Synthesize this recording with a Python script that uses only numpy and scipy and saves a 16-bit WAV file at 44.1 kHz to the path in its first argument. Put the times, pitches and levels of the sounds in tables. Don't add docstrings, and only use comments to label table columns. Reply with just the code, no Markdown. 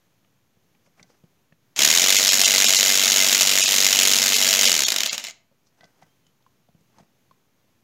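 import sys
import numpy as np
from scipy import signal
from scipy.fft import rfft, irfft, next_fast_len
from scipy.io import wavfile
from scipy.ndimage import map_coordinates

SR = 44100
rng = np.random.default_rng(int(sys.argv[2]) if len(sys.argv) > 2 else 0)


def amp(db):
    return 10 ** (np.asarray(db, float) / 20)


def write(x):
    x = np.atleast_2d(x).T
    wavfile.write(sys.argv[1], SR, np.round(np.clip(x, -1, 1) * 32767).astype(np.int16))


N = 345556
TIME = np.arange(N) / SR

# (time [s], speed [turns/s])
CRANK_SPEED = [
    (1.755, 0),
    (1.8, 35.07),
    (1.88, 37.69),
    (1.97, 43.4),
    (2.1, 48.25),
    (4.68, 48.25),
    (4.78, 37.3),
    (4.88, 29.15),
    (5.25, 4.5),
]
# (place [part of a turn], level [dB], size scatter [dB], timing scatter [ms])
STROKE_BLOWS = [
    (0, 1.5, 2, .2),
    (.05, -5, 3.2, .35),
    (.13, -3.5, 3.5, .35),
    (.2, -11, 3.2, .6),
    (.48, 0, 2.1, .25),
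    (.55, -7, 3.2, .45),
    (.62, -14, 3, .6),
]
# (time [s], peak level [dB])
SINGLE_BLOWS = [(1.7624, -14), (4.903, -3), (4.9199, 0), (4.925, -7.5), (4.941, -6), (4.9616, -1),
                (4.9837, -3.5), (5.0004, -15), (5.0048, -0.56), (5.015, -7), (5.0335, -3.5), (5.055, -11.5),
                (5.0598, -5), (5.0628, -5), (5.0726, -11), (5.0948, -5.5), (5.1297, -7.5), (5.1791, -8),
                (5.24, -13), (5.2486, -14), (5.2683, -16), (5.2744, -24), (5.2842, -19), (5.2984, -24),
                (5.3084, -26)]
# (time [s], length [s], level [dB])
SPURTS = [
    (5.12, .07, -29),
    (5.172, .075, -33),
    (5.225, .115, -35),
]
# (frequency [Hz], level [dB per Hz])
KNOCK_TONE = [(70, -40), (150, -25.5), (300, -15), (650, -11.5), (1050, -12.5), (1900, -5), (2980, 0),
              (4420, -1), (6680, 0), (7700, -6), (9500, -14.5), (12000, -14.5), (15300, -15.5),
              (16500, -20)]
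# (frequency [Hz], level [dB per Hz])
RATTLE_TONE = [(60, -40), (110, -24), (230, -5.5), (350, -18), (655, -6.5), (1050, -11.5), (2920, -2.5),
               (4390, -6.5), (6730, -2.5), (9470, -15.5), (15100, -15.5), (16500, -20)]
# (frequency [Hz], width [Hz], lift [dB])
FRAME_RINGS = [(651, 40, -1.5), (2081, 94, -2), (2980, 110, -12), (3928, 200, -7), (5480, 200, -6),
               (6950, 630, -3.5), (9300, 110, -13), (11360, 2000, -3), (12600, 1800, -11), (14800, 500, -9)]
# (multiple of the crank speed, level [dB])
CRANK_HUM = [(1, -4), (3, -4), (5, 1.5), (6, -9.5), (7, -4), (8, -12), (9, -2), (10, -1), (11, -6),
             (12, -1), (13, -2.5), (14, -4)]
# (multiple of the motor speed, level [dB])
MOTOR_HUM = [(1, -3), (3, -2), (5, -9)]

# (time [s], peak level [dB], ring [Hz])
TAPS = [(0.874, -54, 576), (1.041, -57, 678), (1.1, -49, 480), (5.514, -57, 544), (5.523, -55, 544),
        (5.808, -41, 2000), (5.833, -41, 693), (5.85, -53, 620), (6.024, -41, 753), (6.406, -61, 887),
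        (6.464, -47, 1046), (6.687, -49.5, 684), (6.944, -59.5, 1070), (6.984, -45.5, 890),
        (6.999, -45.5, 687), (7.025, -60.5, 697), (7.311, -42, 1060)]
# (time [s], peak level [dB], tick [Hz], ring [Hz])
TICKS = [(0.246, -65, 2570, 1210), (0.748, -64, 2690, 861), (0.86, -71, 2200, 2120),
         (0.996, -55, 2200, 2070), (1.028, -52.5, 5300, 2170), (1.523, -57, 2310, 530),
         (1.649, -74, 2260, 1020), (5.669, -70, 5590, 1160), (5.808, -59, 4500, 700),
         (5.841, -56, 4500, 664), (5.853, -64, 5020, 1500), (6.026, -60, 2300, 1980),
         (6.03, -66, 6040, 2000), (6.266, -65, 3000, 1480), (6.267, -68, 6000, 1480),
         (6.424, -70, 3770, 619), (6.809, -76, 6860, 557), (6.984, -64, 5570, 890)]
# (time [s], peak level [dB])
THUDS = [(0.569, -62), (1.012, -55), (1.045, -60), (1.238, -48), (1.523, -59), (5.845, -58), (6.03, -61),
         (6.599, -65), (6.69, -59), (6.748, -55), (6.81, -62), (6.975, -60), (7.005, -54), (7.025, -60)]
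# (time [s], peak level [dB])
CLINKS = [
    (0.9946, -51),
    (1.0291, -54),
    (5.8087, -43),
    (5.8386, -47),
    (6.0257, -50),
]
# (frequency [Hz], level [dB], time to fall 60 dB [s])
FITTING_RINGS = [(1542, -15, 0.18), (2000, -4, 0.071)]
# (peak time [s], time to fall 20 dB [s], level [dB])
RUSTLES = [
    (.865, .03, -65),
    (.995, .045, -56),
    (1.105, 0.02, -63),
    (1.15, 0.1, -69),
    (5.675, 0, -68.5),
    (5.79, .09, -67),
    (5.85, 0.1, -65),
    (6.02, 0.1, -61.5),
    (6.995, 0.08, -57.5),
]
# (peak time [s], time to fall 20 dB [s], level [dB])
SCUFFS = [
    (.865, .05, -71),
    (1.11, .06, -68),
    (5.675, .04, -69),
]
# (frequency [Hz], level [dB per Hz])
SKIN_TONE = [(70, -26.5), (130, -2), (500, -6), (750, -5), (1200, -9), (2600, -15), (3800, -22),
             (5800, -16), (7500, -23.5), (16000, -36.5)]
# (time [s], pitch [Hz], level [dB])
SQUEAK = [
    (6.041, 2980, -94),
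    (6.08, 3120, -79),
    (6.13, 3200, -77),
    (6.19, 3100, -88),
    (6.3, 3030, -75),
    (6.33, 3020, -95),
]

# (frequency [Hz], time to fall 60 dB [s])
SHOP_DECAY = [(200, 0.6), (2000, .35), (7000, 0.27), (14000, 0.05)]
# (frequency [Hz], level [dB per Hz])
AIR_TONE = [(30, -20), (55, -15.5), (110, 1), (200, -1.5), (330, -6.5), (700, -12.5), (1500, -16),
            (3000, -18), (5000, -22), (6600, -19), (8000, -28.5), (9800, -27.5), (12500, -23), (16500, -28)]
# (time [s], rounding step over the mean line [dB])
COARSE_MOMENTS = [(2.1753, 13), (2.3033, 13), (2.4527, 14), (2.666, 13), (2.7727, 13), (3.626, 14),
                  (3.6687, 14), (4.3513, 12), (4.6713, 11), (4.855, 17), (5.098, 14)]

GEAR_RATIO = 4.6
POWER_OFF_S = 4.68


def unit(x):
    return x / np.sqrt(np.mean(x ** 2) + 1e-30)


def curves(rows, outside):
    s, *cols = np.transpose(rows)
    return [np.interp(TIME, s, c, outside, outside) for c in cols]


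def along(points, hz):
    f, v = np.transpose(points)
    return np.interp(np.log(hz + 1), np.log(f + 1), v)


def wobble(rate):
    knots = rng.standard_normal(int(N * rate / SR) + 4)
    return map_coordinates(knots, [TIME * rate])


def coloured(x, spectrum, peaks=()):
    m = 2 * next_fast_len(len(x) // 2 + 4096)
    hz = np.fft.rfftfreq(m, 1 / SR)
    lift = sum(amp(db) / (1 + (2 * (hz - centre) / width) ** 2) for centre, width, db in peaks)
    gain = amp(along(spectrum, hz)) * (1 + lift)
    cepstrum = irfft(np.log(gain + 1e-6), m)
    cepstrum[1:m // 2] *= 2
    cepstrum[m // 2 + 1:] = 0
    return irfft(rfft(x, m) * np.exp(rfft(cepstrum)), m)[:len(x)]


def band(x, lo_hz, hi_hz):
    return signal.sosfilt(signal.butter(2, [lo_hz, hi_hz], "bandpass", fs=SR, output="sos"), x)


def bursts(times, sizes, rise, t60):
    places = np.clip(np.round(times * SR).astype(int), 0, N - 1)
    marks = np.bincount(places, sizes ** 2, N)
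    t = TIME[:SR // 20]
    shape = amp(-60 * t / t60) * (1 - np.exp(-t / rise))
    power = signal.fftconvolve(marks, shape ** 2)[:N]
    return np.sqrt(np.abs(power)) * rng.standard_normal(N)


def compressor():
    speed, = curves(CRANK_SPEED, 0)
    start_turn = .49
    angle = start_turn + np.cumsum(np.abs(speed)) / SR
    pace = speed / speed.max()
    knock_db, rattle_gain, hum_gain = effort(pace)
    knocks = stroke_knocks(speed, angle, start_turn, knock_db)
    rattle = gear_rattle(angle)
    knocks = dull(knocks, .4 * (1 - pace))
    rattle = dull(rattle, .7 * (1 - pace))
    return knocks + rattle_gain * rattle + hum_gain * hum(angle, pace)


def effort(pace):
    powered = TIME < POWER_OFF_S
    surge = powered * np.clip((1 - pace) / .2, 0, 1)
    decades = np.log10(pace + 1e-12)
    settle_db = 1.06 * np.exp(-np.abs(TIME - CRANK_SPEED[0][0]) / .6)
    knock_db = -16.2 + 14 * decades + 1.2 * surge + settle_db
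    rattle_db = -26.6 + 10.5 * decades + 5 * surge + settle_db
    engage_s = 1.7615
    driven = np.where(TIME < engage_s, .05, 1)
    coasting = np.clip((pace - .21) / .08, 0, 1)
    rattle = np.where(powered, driven, coasting) * amp(rattle_db)
    for s, length, db in SPURTS:
        progress = np.clip((TIME - s) / length, 0, 1)
        rattle = rattle + amp(db) * np.sin(np.pi * progress ** .6) ** 2
    hum_gain = amp(-45.5 + 7 * (1 - pace))
    return knock_db, rattle, hum_gain


def stroke_knocks(speed, angle, start_turn, knock_db):
    part, db, size_db, ms = np.transpose(STROKE_BLOWS)
    turns = np.arange(int(angle[-1]) + 1)[:, None]
    time_chance, size_chance = rng.standard_normal((2, len(turns), len(part)))
    ends = .96 * np.round(2 * part - .4) / 2
    lag = (part - ends) / speed.max()
    at = turns + ends
    steady_until = 4.895
    inside = (at > start_turn) & (at < angle[round(steady_until * SR)])
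    times = np.interp(at, angle, TIME) + lag - .0008 + time_chance * ms / 1000
    slow_db = -7 * np.log10(np.interp(times, TIME, speed + 3) / speed.max())
    blow_db = db + size_db * size_chance + slow_db + np.interp(times, TIME, knock_db) + 9
    sizes = inside * amp(blow_db)
    s, peak_db = np.transpose(SINGLE_BLOWS)
    all_times = np.r_[times.ravel(), s]
    all_sizes = np.r_[sizes.ravel(), amp(peak_db - 4)]
    blows = bursts(all_times, all_sizes, rise=.00045, t60=.013)
    impulse = np.zeros(N)
    impulse[0] = 1
    answer = coloured(impulse, KNOCK_TONE, FRAME_RINGS)
    return coloured(blows, KNOCK_TONE, FRAME_RINGS) / np.linalg.norm(answer)


def gear_rattle(angle):
    swell_db = 2.5 * wobble(900) + wobble(60) + np.cos(2 * np.pi * GEAR_RATIO * angle)
    return unit(coloured(amp(swell_db) * rng.standard_normal(N), RATTLE_TONE, FRAME_RINGS))


def dull(x, share):
    return (1 - share) * x + share * band(x, 110, 8100)


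def hum(angle, pace):
    crank_turn = angle - .06 + .004 * wobble(14)
    motor_turn = GEAR_RATIO * angle + .025 * wobble(6)
    both = np.zeros(N)
    for k, db in CRANK_HUM:
        both += amp(db + 1.3 * wobble(12)) * pace ** (6 / k) * np.sin(2 * np.pi * k * crank_turn)
    for k, db in MOTOR_HUM:
        both += amp(db + 1.5 * wobble(10)) * pace * np.sin(2 * np.pi * k * motor_turn)
    fade = pace ** np.where(TIME < POWER_OFF_S, .5, 2)
    return band(both * fade, 120, 4000)


def hand():
    return hand_clicks() + hand_rubs() + squeak()


def clicks():
    taps = [(s, db, -68, db - 27, hz, 4000) for s, db, hz in TAPS]
    ticks = [(s, db + 3, db - 9, db, hz, tick_hz) for s, db, tick_hz, hz in TICKS]
    thuds = [(s, db - 4, db, db - 24, 450, 3000) for s, db in THUDS]
    return taps + ticks + thuds


def hand_clicks():
    out = np.zeros(N + SR)
    t = TIME[:SR // 3]
    rise = 1 - np.exp(-t / 0.00039)
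    push = 3.5 * band(np.sin(2 * np.pi * 170 * t) * amp(-60 * t / .035), 95, 900)
    for s, ring_db, thud_db, tick_db, hz, tick_hz in clicks():
        decay = amp(-60 * t / [[.022], [.05], [.022]])
        body, rough, bright = rng.standard_normal((3, len(t))) * decay * rise
        tone = np.sin(2 * np.pi * hz * t) * amp(-60 * t / 0.031) * rise
        ring = amp(ring_db) * (1.6 * band(body, 500, 1300) + 0.92 * tone)
        thud = amp(thud_db) * (push + amp(13) * band(rough, 80, 350))
        tick = amp(tick_db + 18.5) * band(bright, tick_hz / 1.4, tick_hz * 1.21)
        out[round(s * SR):][:len(t)] += ring + thud + tick
    for s, db in CLINKS:
        for hz, level, t60 in FITTING_RINGS:
            tone = amp(db + level - 60 * t / t60) * np.sin(2 * np.pi * hz * t)
            out[round(s * SR):][:len(t)] += rise * tone
    return out[:N]


def strokes(rows):
    return sum(amp(db - 20 * np.abs(TIME - s) / fall) for s, fall, db in rows)


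def hand_rubs():
    grain = amp(3 * wobble(150)) * rng.standard_normal(N)
    rub = strokes(RUSTLES) * unit(coloured(grain, SKIN_TONE))
    scuff = strokes(SCUFFS) * unit(band(rng.standard_normal(N), 4500, 6600))
    return rub + scuff


def squeak():
    hz, = curves([row[:2] for row in SQUEAK], 0)
    db, = curves([row[::2] for row in SQUEAK], -120)
    return amp(db + 2 * wobble(40)) * np.sin(2 * np.pi * np.cumsum(hz) / SR)


def shop(x):
    hz, t, z = signal.stft(rng.standard_normal(SR // 2), SR, nperseg=256)
    decay = amp(-60 * t / along(SHOP_DECAY, hz)[:, None])
    tail = signal.istft(z * decay, SR, nperseg=256)[1]
    late = np.pad(x, (250, 0))
    return signal.fftconvolve(late, tail / np.linalg.norm(tail))[:N]


def room_air():
    duck_db = -4 * np.exp(-np.abs(TIME - 5.4) / .2)
    level = amp(-67.5 + duck_db + .6 * wobble(6.4))
    return level * unit(coloured(rng.standard_normal(N), AIR_TONE))


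def scene():
    machine, grip = compressor(), hand()
    echo = shop(amp(-16) * machine + amp(-22) * grip)
    return (machine + grip + echo + room_air())[None]


def coarse(x):
    block = 941
    n, k = np.arange(2 * block) + .5, np.arange(block) + .5
    window = np.sin(np.pi * n / (2 * block))[:, None]
    basis = window * np.cos(np.pi / block * np.outer(n + block / 2, k))
    tilt_db = along([(300, -4), (1500, 1), (7000, 0), (9000, -7)], k * SR / (2 * block))
    out = x.copy()
    for s, step_db in COARSE_MOMENTS:
        part = slice(round(s * SR) - block, round(s * SR) + block)
        lines = x[part] @ basis
        step = amp(step_db + tilt_db) * lines.std()
        change = np.round(lines / step) * step - lines
        out[part] += basis @ change * 2 / block
    return out


def top_cut(x):
    return signal.sosfilt(signal.butter(12, 16720, fs=SR, output="sos"), x)


def record(dry):
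    clipped = np.clip(dry[0], -.85, .85)
    low_pass = signal.ellip(14, .1, 45, 15780, fs=SR, output="sos")
    kept = signal.sosfiltfilt(low_pass, coarse(clipped))
    mix = kept[None] - .0003
    return top_cut(mix)


dry = scene()
out = record(dry)
write(out)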